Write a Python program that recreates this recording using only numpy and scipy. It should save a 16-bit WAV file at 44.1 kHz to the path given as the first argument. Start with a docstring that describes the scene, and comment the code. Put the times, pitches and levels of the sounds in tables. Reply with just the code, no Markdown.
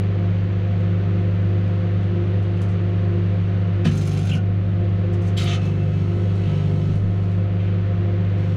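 """Plastic burning in a microwave oven

Hot plastic ticks as filtered clicks, then ignites with a thump of decaying sines; an arc drones in mains
harmonics, gas spurts in bands of pulsing noise, and flare and melt sizzle as grains in a steel cavity.
Behind them the oven runs: a hum of mains harmonics, wavering blade tones and coloured noise for the air."""
import sys
import numpy as np
from scipy import signal
from scipy.fft import rfft, irfft, next_fast_len
from scipy.io import wavfile

SR = 44100
rng = np.random.default_rng(int(sys.argv[2]) if len(sys.argv) > 2 else 0)


def unload_wav(signal):
    """Save mono or channel-first audio to the path in sys.argv[1] as 16-bit WAV at rate SR, clipped to [-1, 1]."""
    wavfile.write(
        sys.argv[1],
        SR,
        np.round(np.clip(np.atleast_2d(signal).T, -1, 1) * 32767).astype(np.int16),
    )


N = 377496
TIME = np.arange(N) / SR
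MAINS_HZ, FAN_HZ = 49.935, 43.312   # mains and fan shaft


# spells of the electric arc: start_s, hold_s, level_db
ARCS = [(3.84, 0.056, -23.5), (3.89, 0.29, -25.5), (4.28, 0.044, -26), (5.38, 0.14, -29), (5.6, 0.41, -28),
        (6.06, 0.081, -33.5), (6.45, .25, -24), (6.72, 0.2, -25), (8.37, 0.18, -32.5)]
# harmonics of its drone: mains_multiple, level_db
ARC_PARTIALS = [(1, -13), (3, 1.5), (4, -19.5), (5, -14.5), (6, -27), (7, -35), (8, -24.5), (10, -32),
                (14, -35.5)]
# cavity tones it keeps ringing: pitch_hz, level_db
ARC_RINGS = [(1298, -34), (1648, -40), (2597, -42), (3096, -42), (5243, -54), (6245, -53)]


def arc_strength(rise_s=0.03, fall_s=0.058):
    """The arc's gain as it strikes, burns and goes out."""
    return spells(ARCS, rise_s, fall_s)


def arc(strength, flicker_db=0.5, surge_db=0.5, partial_waver=0.27, ring_roughness=0.7, ring_flicker_hz=24):
    """Plasma drones at the mains rate and surges; once the flare is over it also rings the cavity roughly."""
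    drone = 0
    for multiple, db in ARC_PARTIALS:
        waver = 1 + partial_waver * (multiple > 3) * drift(8.7)   # only the upper partials waver
        drone = drone + from_db(db) * tone(multiple * MAINS_HZ) * waver
    # surges follow at the beat of mains and rotor; one peaks at 3.87 s
    surge = np.cos(2 * np.pi * (MAINS_HZ - FAN_HZ) * (TIME - 3.87))
    unsteady = from_db(flicker_db * drift(14) + surge_db * surge)
    ring = sum(from_db(db) * tone(hz) * (1 + ring_roughness * drift(ring_flicker_hz)) for hz, db in ARC_RINGS)
    flare_over = TIME > 5
    return strength * (drone * unsteady + flare_over * ring)


# puffs of flame: start_s, relative level_db
PUFFS = [(3.853, 2.5), (4.351, -8), (6.156, -12.5), (6.705, -10)]
# swings of the enclosed air: pitch_hz, relative level_db, decay_s (time constant)
PUFF_MODES = [(32, -30, .04), (164.3, -9, 0.016), (223.4, -17.5, 0.043), (498, -19.5, 0.0081),
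              (687, -22.5, 0.0082), (1010, -32.5, 0.011)]


def puffs(rise_s=0.0028):
    """Vapour catches fire and pushes on the enclosed air, which swings a few times."""
    out = 0
    for start, db in PUFFS:
        age = np.maximum(TIME - start, 0)
        swing = 0
        for hz, mode_db, decay in PUFF_MODES:
            dying = np.exp(-np.minimum(age / decay, 50))
            swing = swing + from_db(mode_db) * np.sin(2 * np.pi * hz * age) * dying
        out = out + from_db(db) * (1 - np.exp(-age / rise_s)) * swing
    return out


# flare after ignition: start_s, hold_s, relative level_db
FLARES = [(3.848, 0.49, -49.5), (4.05, 0.11, -48.5), (4.248, 0.1, -49)]
# spells of frying melt: start_s, hold_s, relative level_db
MELT = [(5.608, 0.045, -55), (5.66, 0.3, -62), (5.93, 0.45, -60), (6.335, 0.616, -59), (6.48, 0.13, -57),
        (6.95, 0.38, -65), (8.37, 0.17, -62.5)]
# sizzle of the flare and its droplets: pitch_hz, relative level_db
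FLARE_COLOUR = [(700, 1.5), (1500, 0.5), (3000, 3), (4800, -3), (6500, -6), (8000, -10.5), (10500, -13.5),
                (12000, -25), (15500, -25)]
# sizzle of the melt: pitch_hz, relative level_db
MELT_COLOUR = [(800, 4.5), (1400, -2), (3000, -1), (4200, -7), (5200, -12), (6400, -14), (8200, -20.5),
               (10500, -24), (12000, -34), (15500, -42)]


def burning(flare_db=6.0, droplets_db=-12.0, melt_db=12.5, sputter_db=1.6):
    """A bright, spitting flare after ignition, later a softer frying of the melt that buzzes with the arc."""
    flare = from_db(flare_db) * sizzle(grains(900, 2.6), FLARE_COLOUR, throb_db=5.5)
    flare = flare + from_db(droplets_db) * droplets()
    flare = flare * from_db(sputter_db * drift(40))
    pores = buzzing(grains(2500, 1.0), share=0.5, memory=0.8)
    melt = from_db(melt_db) * sizzle(pores, MELT_COLOUR, throb_db=3.5)
    return spells(FLARES, rise_s=0.01, fall_s=0.038) * flare + spells(MELT, rise_s=0.01, fall_s=0.12) * melt


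def sizzle(pores, colour, throb_db):
    """Bursting gas pores, strongest at each pulse of the magnetron."""
    pulsing = pores * from_db(throb_db * magnetron())
    return rms_one(cavity(coloured(pulsing, colour), direct=0.7))


def droplets(per_s=1200, cycles=5.4):
    """Tiny droplets flash off around each magnetron pulse, each ringing at one of 18 pitches."""
    pitches = np.geomspace(4200, 15000, 18)
    born = grains(per_s, 2.0) * np.maximum(magnetron(), 0) ** 2
    dealt = rng.integers(0, len(pitches), N)   # which pitch each droplet gets
    rings = sum(resonate(born * (dealt == k), hz, hz / cycles / 2) for k, hz in enumerate(pitches))
    return rms_one(cavity(coloured(rings, FLARE_COLOUR), direct=1.5))


# gas spurts, the narrow ones whistling: start_s, hold_s, relative level_db, centre_hz, width_octaves
SPURTS = [(2.6, .03, -60, 6400, .5), (2.68, 0.038, -54, 6200, .5), (3.843, 0.0069, -26.5, 1990, 0.84),
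          (3.85, .024, -30.5, 1650, 1), (3.853, .03, -37, 3030, 0.2), (4.29, .004, -32, 2700, .3),
          (4.309, .014, -25, 2790, .13), (4.329, .012, -29.5, 2480, .25), (3.926, 0.46, -39.5, 720, .12),
          (4.241, .1, -46, 1470, 0.065), (4.33, 0.027, -49, 5700, .2), (4.348, 0.017, -35.5, 1480, .06),
          (5.127, .012, -49, 5500, 0.86), (5.208, 0.081, -50.5, 5300, 1), (5.266, .01, -51, 5300, 0.96),
          (5.365, 0.013, -31, 3320, 0.11), (5.366, 0.062, -30, 3200, 0.65), (5.373, 0.18, -32.5, 1940, 1),
          (5.376, 0.14, -45, 3680, 0.07), (5.455, 0.09, -28.5, 2830, 0.36), (5.468, 0.074, -43, 6300, 0.14),
          (5.39, 0.19, -39, 1300, 0.1), (5.428, 0.17, -34, 675, 0.14), (5.56, 0.27, -46, 2620, 0.06),
          (6.448, 0.23, -43, 2820, 0.36), (6.8, 0.13, -51.5, 3300, 0.41), (7.223, .015, -56, 4480, 0.45),
          (7.59, 0.13, -43, 2450, 0.43)]
# any jet heard through the door: pitch_hz, relative level_db
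JET_COLOUR = [(500, -4), (730, 8), (950, -2), (1250, 0), (3500, -0.5), (5000, 0), (7000, 1.5), (10000, -3),
              (14000, -10.5)]


def spurts(level_db=-11.5, rise_s=0.0066, fall_s=0.0041, sputter_db=0.5, throb_db=1.0, skirt_db=36.0,
           burst_db=5, burst_widths=0.21, burst_s=0.011):
    """Gas jets rasp at the mains rate; each opens with a brighter burst that dies as the pressure drops."""
    out, bands = np.zeros(N), np.geomspace(100, 18000, 400)
    jet = coloured(buzzing(grains(9000, 0.72), share=0.5, memory=0.71), JET_COLOUR)
    jet = jet * from_db(sputter_db * drift(88) + throb_db * magnetron())

    def hump(widths_off):
        return np.transpose([bands, -skirt_db * np.log10(1 + widths_off ** 2 / 2)])

    for start, hold, db, hz, octaves in SPURTS:
        span = slice(int(start * SR), int(start * SR) + SR // 2)
        widths_off = np.log2(bands / hz) / octaves
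        steady = rms_one(coloured(jet[span], hump(widths_off)))
        bright = rms_one(coloured(jet[span], hump(widths_off - burst_widths)))
        pressure = np.exp(-(TIME[span] - start) / burst_s)
        gas = (1 - pressure) * steady + pressure * from_db(burst_db) * bright
        out[span] += from_db(db) * held(start, hold, rise_s, fall_s)[span] * gas
    return from_db(level_db) * cavity(out, direct=0.86)


# louder droplets that flash off: start_s, relative level_db, pitch_hz
SPITS = [(3.953, -44, 9700), (3.973, -34, 6450), (4.013, -40, 6500), (4.051, -45, 7200), (4.068, -39, 9800),
         (4.092, -44, 6500), (4.112, -40, 3400), (4.131, -47, 9900), (4.173, -52, 10200),
         (4.194, -42, 2950), (4.251, -47, 9800), (4.292, -44, 7000), (4.332, -44.5, 9800),
         (5.374, -31.5, 7400), (5.398, -39, 9800), (5.416, -39, 7900), (5.438, -39, 9500),
         (5.537, -47, 6400), (5.652, -45, 6500)]


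def spits(level_db=-8.5, swell_s=0.0021, width_hz=450, spray_db=-4.0):
    """Larger droplets burst in a short, pitched fizz with a broader spray around it."""
    out, age = np.zeros(N), TIME[:SR // 20]
    burst = age / swell_s * np.exp(1 - age / swell_s)   # peaks at swell_s
    for start, db, hz in SPITS:
        gas = rng.standard_normal(len(age))
        fizz = rms_one(resonate(gas, hz, width_hz))
        spray = from_db(spray_db) * rms_one(resonate(gas, hz, hz / 2))
        out[int(start * SR):][:len(age)] += from_db(db) * burst * (fizz + spray)
    return from_db(level_db) * cavity(out, direct=0.69)


# louder snaps of hot plastic: start_s, relative level_db, upper_edge_hz
SNAPS = [(0.8056, -58, 9500), (1.6811, -60.5, 9500), (2.029, -60, 9500), (2.4274, -58, 10000),
         (2.574, -58.5, 10000), (2.6182, -45.5, 15000), (6.3565, -56, 11000), (6.956, -53.5, 11000),
         (7.3158, -58, 10000)]
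# tone of a snap: pitch_hz, relative level_db
SNAP_COLOUR = [(1000, -22), (3000, -1.5), (6500, -1), (8500, -6), (10500, -3.5), (12000, -15), (15500, -16)]


def snaps(level_db=28.5):
    """Single cracks of heated plastic, each lowpassed at its own edge, smeared by the steel walls."""
    clicks, impulse = np.zeros(N), signal.unit_impulse(SR // 100)
    for start, db, edge_hz in SNAPS:
        dull = signal.butter(6, edge_hz, fs=SR, output="sos")
        clicks[int(start * SR):][:len(impulse)] += from_db(db) * signal.sosfilt(dull, impulse)
    return from_db(level_db) * cavity(coloured(clicks, SNAP_COLOUR), direct=0.53)


# flapping flame: pitch_hz, relative level_db
FLUTTER_COLOUR = [(15, -5), (33, 2), (45, -12), (80, -12), (200, -6.5), (300, -27), (1000, -68),
                  (15000, -130)]


def flame(start_s=6.86, hold_s=0.11, level_db=-31, rise_s=0.057, fall_s=0.21):
    """The tall flame flaps once and stirs the air in the cavity: a swell of low noise."""
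    flutter = rms_one(coloured(rng.standard_normal(N), FLUTTER_COLOUR))
    return from_db(level_db) * held(start_s, hold_s, rise_s, fall_s) * flutter


# ringing of the steel cavity: pitch_hz, width_hz, relative level_db, sharpening (share of pitch at full heat)
CAVITY_MODES = [(1298, 36, 5, .13), (1645, 35, -8, .11), (2200, 90, -7, .05), (2620, 70, -3, .08),
                (3040, 70, -5, .02), (3210, 50, -9, .02), (3550, 40, -7, .02), (3900, 45, -6, .02),
                (4320, 40, -9, .02), (5235, 60, -1, .025), (6230, 170, -1, .04)]
# heat of the gas in the cavity: time_s, heat (share of full)
HEAT = [(3.88, 0), (4.0, .9), (4.36, 1), (4.7, .4), (5.2, 0)]


def cavity_ring(x, level_db=-1.0):
    """Cavity modes colour all that burns inside; they go sharp while the flare heats the gas."""
    heat, = in_time(HEAT)
    out = x
    for hz, width, db, sharp in CAVITY_MODES:
        turn = np.exp(2j * np.pi * np.cumsum(hz * (1 + sharp * heat)) / SR)
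        r = np.exp(-np.pi * width / SR)
        # shift the mode down to 0 Hz, smooth, and shift it back up
        smooth = signal.lfilter([1 - r], [1, -r], x * turn.conj() + 1e-18)
        out = out + 2 * from_db(db) * np.real(turn * smooth)
    return from_db(level_db) * out


def cavity(x, direct=0.4, t60_s=0.19, treble_t60_s=0.13, treble_from_hz=8000):
    """Steel walls: a dense, quickly dying flutter of echoes, duller as it dies."""
    t = TIME[:SR // 4]
    flutter = rng.standard_normal(len(t))
    body = signal.sosfiltfilt(signal.butter(2, treble_from_hz, fs=SR, output="sos"), flutter)
    treble = flutter - body
    echoes = body * from_db(-60 * t / t60_s) + treble * from_db(-60 * t / treble_t60_s)
    return direct * x + signal.oaconvolve(x, echoes / np.linalg.norm(echoes))[:N]


def magnetron(pulse_s=0.0096):
    """Power fed into the cavity, swinging from -1 to 1, with a peak pulse_s into each mains cycle."""
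    return np.cos(2 * np.pi * MAINS_HZ * (TIME - pulse_s))


# transformer hum: mains_multiple, level_db
HUM = [(1, -41.5), (2, -19.5), (3, -39.5), (4, -41), (6, -45), (9, -53.5), (12, -52.5), (14, -58.5),
       (21, -60.5), (22, -64.5), (25, -64), (26, -61.5), (28, -64), (30, -62), (36, -64.5), (40, -63.5),
       (42, -67), (78, -74.5)]


def transformer(waver_db=0.5, wobble_db=-49.5):
    """Core and panels vibrate at multiples of the mains; the turning rotor beats against them."""
    hum = sum(from_db(db) * tone(multiple * MAINS_HZ) for multiple, db in HUM)
    return hum * from_db(waver_db * drift(7.7)) + from_db(wobble_db) * tone(2 * MAINS_HZ - FAN_HZ)


# four-bladed fan: shaft_multiple, level_db, unsteadiness (share)
FAN = [(1, -47.5, 0.12), (4, -28.5, 0.1), (12, -46, 0.49), (16, -51, 0.34)]


def fan(flutter_hz=4.9):
    """Blade tones waver in level and phase in the uneven inflow."""
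    out = 0
    for multiple, db, unsteady in FAN:
        turn = np.exp(2j * np.pi * (multiple * FAN_HZ * TIME + rng.random()))
        inflow = np.sqrt(2) + unsteady * (drift(flutter_hz) + 1j * drift(flutter_hz))
        out = out + from_db(db) * np.real(turn * inflow)
    return out


def blade_octave(blade_db=-39.5, mains_db=-43, airy_db=-45, width_hz=34, waver_db=0.2, first_swell_s=0.22):
    """In a duct resonance the blade octave beats with the seventh mains harmonic, three swells a second."""
    blade_hz, mains_hz = 8 * FAN_HZ, 7 * MAINS_HZ
    pair = 0
    for hz, db in ((blade_hz, blade_db), (mains_hz, mains_db)):
        pair = pair + from_db(db) * np.sqrt(2) * np.cos(2 * np.pi * hz * (TIME - first_swell_s))
    airy = from_db(airy_db) * tone(blade_hz) * drift(width_hz / 2)
    return (pair + airy) * from_db(waver_db * drift(2.0))


# rush through the ducts: pitch_hz, relative level_db
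AIR = [(440, -34), (750, -3.5), (952, -2.5), (1010, -4), (1220, -0.5), (1570, -3.5), (1690, -2.5),
       (2900, -7), (4500, -18), (5170, -26), (6080, -26), (7820, -38.5), (10700, -51), (15000, -81)]


def air_rush(rush_db=-42.5, chop=0.043, buzz=0.076):
    """The rush of air is lightly chopped by the blades and by the shaking panels."""
    pulsing = 1 + chop * tone(4 * FAN_HZ) + buzz * tone(2 * MAINS_HZ)
    return from_db(rush_db) * rms_one(coloured(rng.standard_normal(N) * pulsing, AIR))


# low rumble of the air: pitch_hz, relative level_db
AIR_LOW = [(15, -2.5), (28, -5.5), (38, -6), (65, 4.5), (92, 9), (125, 5.5), (260, -1), (420, -6.5),
           (640, -8), (800, -18), (1100, -46.5), (15000, -110)]
# air resonances of the oven: pitch_hz, width_hz, level_db
DUCT_MODES = [(78, 130, -49), (84.8, 1.3, -41.5), (167.6, 12, -41), (184.8, 28, -39), (226.3, 22, -47.5),
              (367, 34, -44), (501.3, 37, -43.5), (706, 39, -52.5)]


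def duct_rumble(rumble_db=-36.0):
    """Turbulence booms in the low air resonances."""
    boom = 0
    for hz, width, db in DUCT_MODES:
        # two passes narrow the resonance, so each is made wider
        once = resonate(rng.standard_normal(N), hz, 1.45 * width)
        boom = boom + from_db(db) * rms_one(resonate(once, hz, 1.45 * width))
    return boom + from_db(rumble_db) * rms_one(coloured(rng.standard_normal(N), AIR_LOW))


def from_db(db):
    """Decibels to gain."""
    return 10 ** (np.asarray(db) / 20)


def rms_one(x):
    """Scale x to rms 1."""
    return x / np.sqrt(np.mean(x ** 2) + 1e-20)


def drift(rate):
    """Slow chance of spread 1 that changes about rate times a second."""
    hz = np.fft.rfftfreq(N, 1 / SR)[:2000]
    chance = rng.standard_normal(len(hz)) + 1j * rng.standard_normal(len(hz))
    return rms_one(irfft(chance / (1 + (hz / rate) ** 4), next_fast_len(N))[:N])


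def coloured(x, points):
    """Filter x through a response drawn in points of pitch_hz, level_db."""
    size = next_fast_len(len(x) + 4096)
    hz, db = np.transpose(points)
    bins = np.fft.rfftfreq(size, 1 / SR) + 1e-3
    gain = from_db(np.interp(np.log(bins), np.log(hz), db))
    return irfft(rfft(x, size) * gain, size)[:len(x)]


def resonate(x, hz, width):
    """One resonance with gain 1 on top."""
    r = np.exp(-np.pi * width / SR)
    feedback = [1, -2 * r * np.cos(2 * np.pi * hz / SR), r * r]
    return signal.lfilter(np.array([1, 0, -1]) * (1 - r * r) / 2, feedback, x + 1e-18)


def tone(hz):
    """A sine of rms 1 with a random phase."""
    return np.sqrt(2) * np.sin(2 * np.pi * (hz * TIME + rng.random()))


def grains(per_s, spread_db):
    """Tiny bursts of random size at random moments."""
    sizes = from_db(spread_db * np.minimum(rng.exponential(1, N), 4)) * rng.choice([-1, 1], N)
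    return rms_one(sizes * (rng.random(N) < per_s / SR))


def buzzing(x, share, memory):
    """A share of x strikes again in every mains cycle, in a pattern that changes slowly."""
    period = round(SR / MAINS_HZ)
    cycles = np.resize(x[::-1], (N // period + 1, period))   # one row per cycle
    repeated = signal.lfilter([1], [1, -memory], cycles, axis=0).ravel()[:N]
    return np.sqrt(1 - share) * x + np.sqrt(share) * rms_one(repeated)


def held(start_s, hold_s, rise_s, fall_s):
    """An envelope of height 1: attack, hold, release."""
    return np.interp(TIME, start_s + np.cumsum([0, rise_s, hold_s, fall_s]), [0, 1, 1, 0])


def spells(rows, rise_s, fall_s):
    """Gain of a source that sounds in spells of start_s, hold_s, level_db."""
    return np.max([from_db(db) * held(start, hold, rise_s, fall_s) for start, hold, db in rows], axis=0)


def in_time(rows):
    """Each column of a table that begins with time_s as a curve in time."""
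    time_s, *columns = np.transpose(rows)
    return [np.interp(TIME, time_s, column) for column in columns]


# two tones that swell and fade: time_s, blade octave's relative level_db, eighth mains harmonic's level_db
TONE_LEVELS = [(0, 0, -41), (.7, -5, -50), (1.0, -1.5, -42), (1.9, -0.5, -46.5), (2.2, 4.5, -42.5),
               (2.7, -2.5, -46), (3.15, 3.5, -40), (3.4, -7, -46), (3.9, 2.5, -46), (4.2, -8, -44),
               (4.52, -7.5, -61), (4.8, 0.5, -48), (5.1, 3, -42.5), (5.55, -3, -43.5), (5.9, -0.5, -49),
               (6.17, 4, -39.5), (6.4, -3, -41.5), (6.85, -1, -43), (7.0, -8, -49), (7.2, -1.5, -43),
               (7.5, -5.5, -48.5), (8.1, 1.5, -44), (8.5, -8.5, -47)]


def scene(hum_sag_db=2.0, air_db=-1.5, air_sag_db=9.5, rumble_share=0.12, octave_share=0.35, recovery_s=0.45):
    """Burning plastic in the running oven; hum and blade tones dip under each arc, the air more slowly."""
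    strength = arc_strength()
    load = strength / strength.max()
    keep = np.exp(-1 / (recovery_s * SR))
    sag_db = -air_sag_db * signal.lfilter([1 - keep], [1, -keep], load)   # lags behind the arc
    octave_db, eighth_db = in_time(TONE_LEVELS)
    fire = cavity_ring(burning() + spits() + spurts() + snaps())
    hum = from_db(-hum_sag_db * load) * (transformer() + fan())
    hum = hum + from_db(eighth_db) * tone(8 * MAINS_HZ)
    air = from_db(air_db + sag_db) * air_rush()
    air = air + from_db(rumble_share * sag_db) * duct_rumble()
    air = air + from_db(octave_db + octave_share * sag_db) * blade_octave()
    return (arc(strength) + puffs() + fire + flame() + hum + air)[None]


def record(dry, cutoff_hz=15700):
    """The top is cut steeply."""
    return signal.sosfilt(signal.ellip(10, 0.2, 80, cutoff_hz, fs=SR, output="sos"), dry)


dry = scene()
out = record(dry)
unload_wav(out)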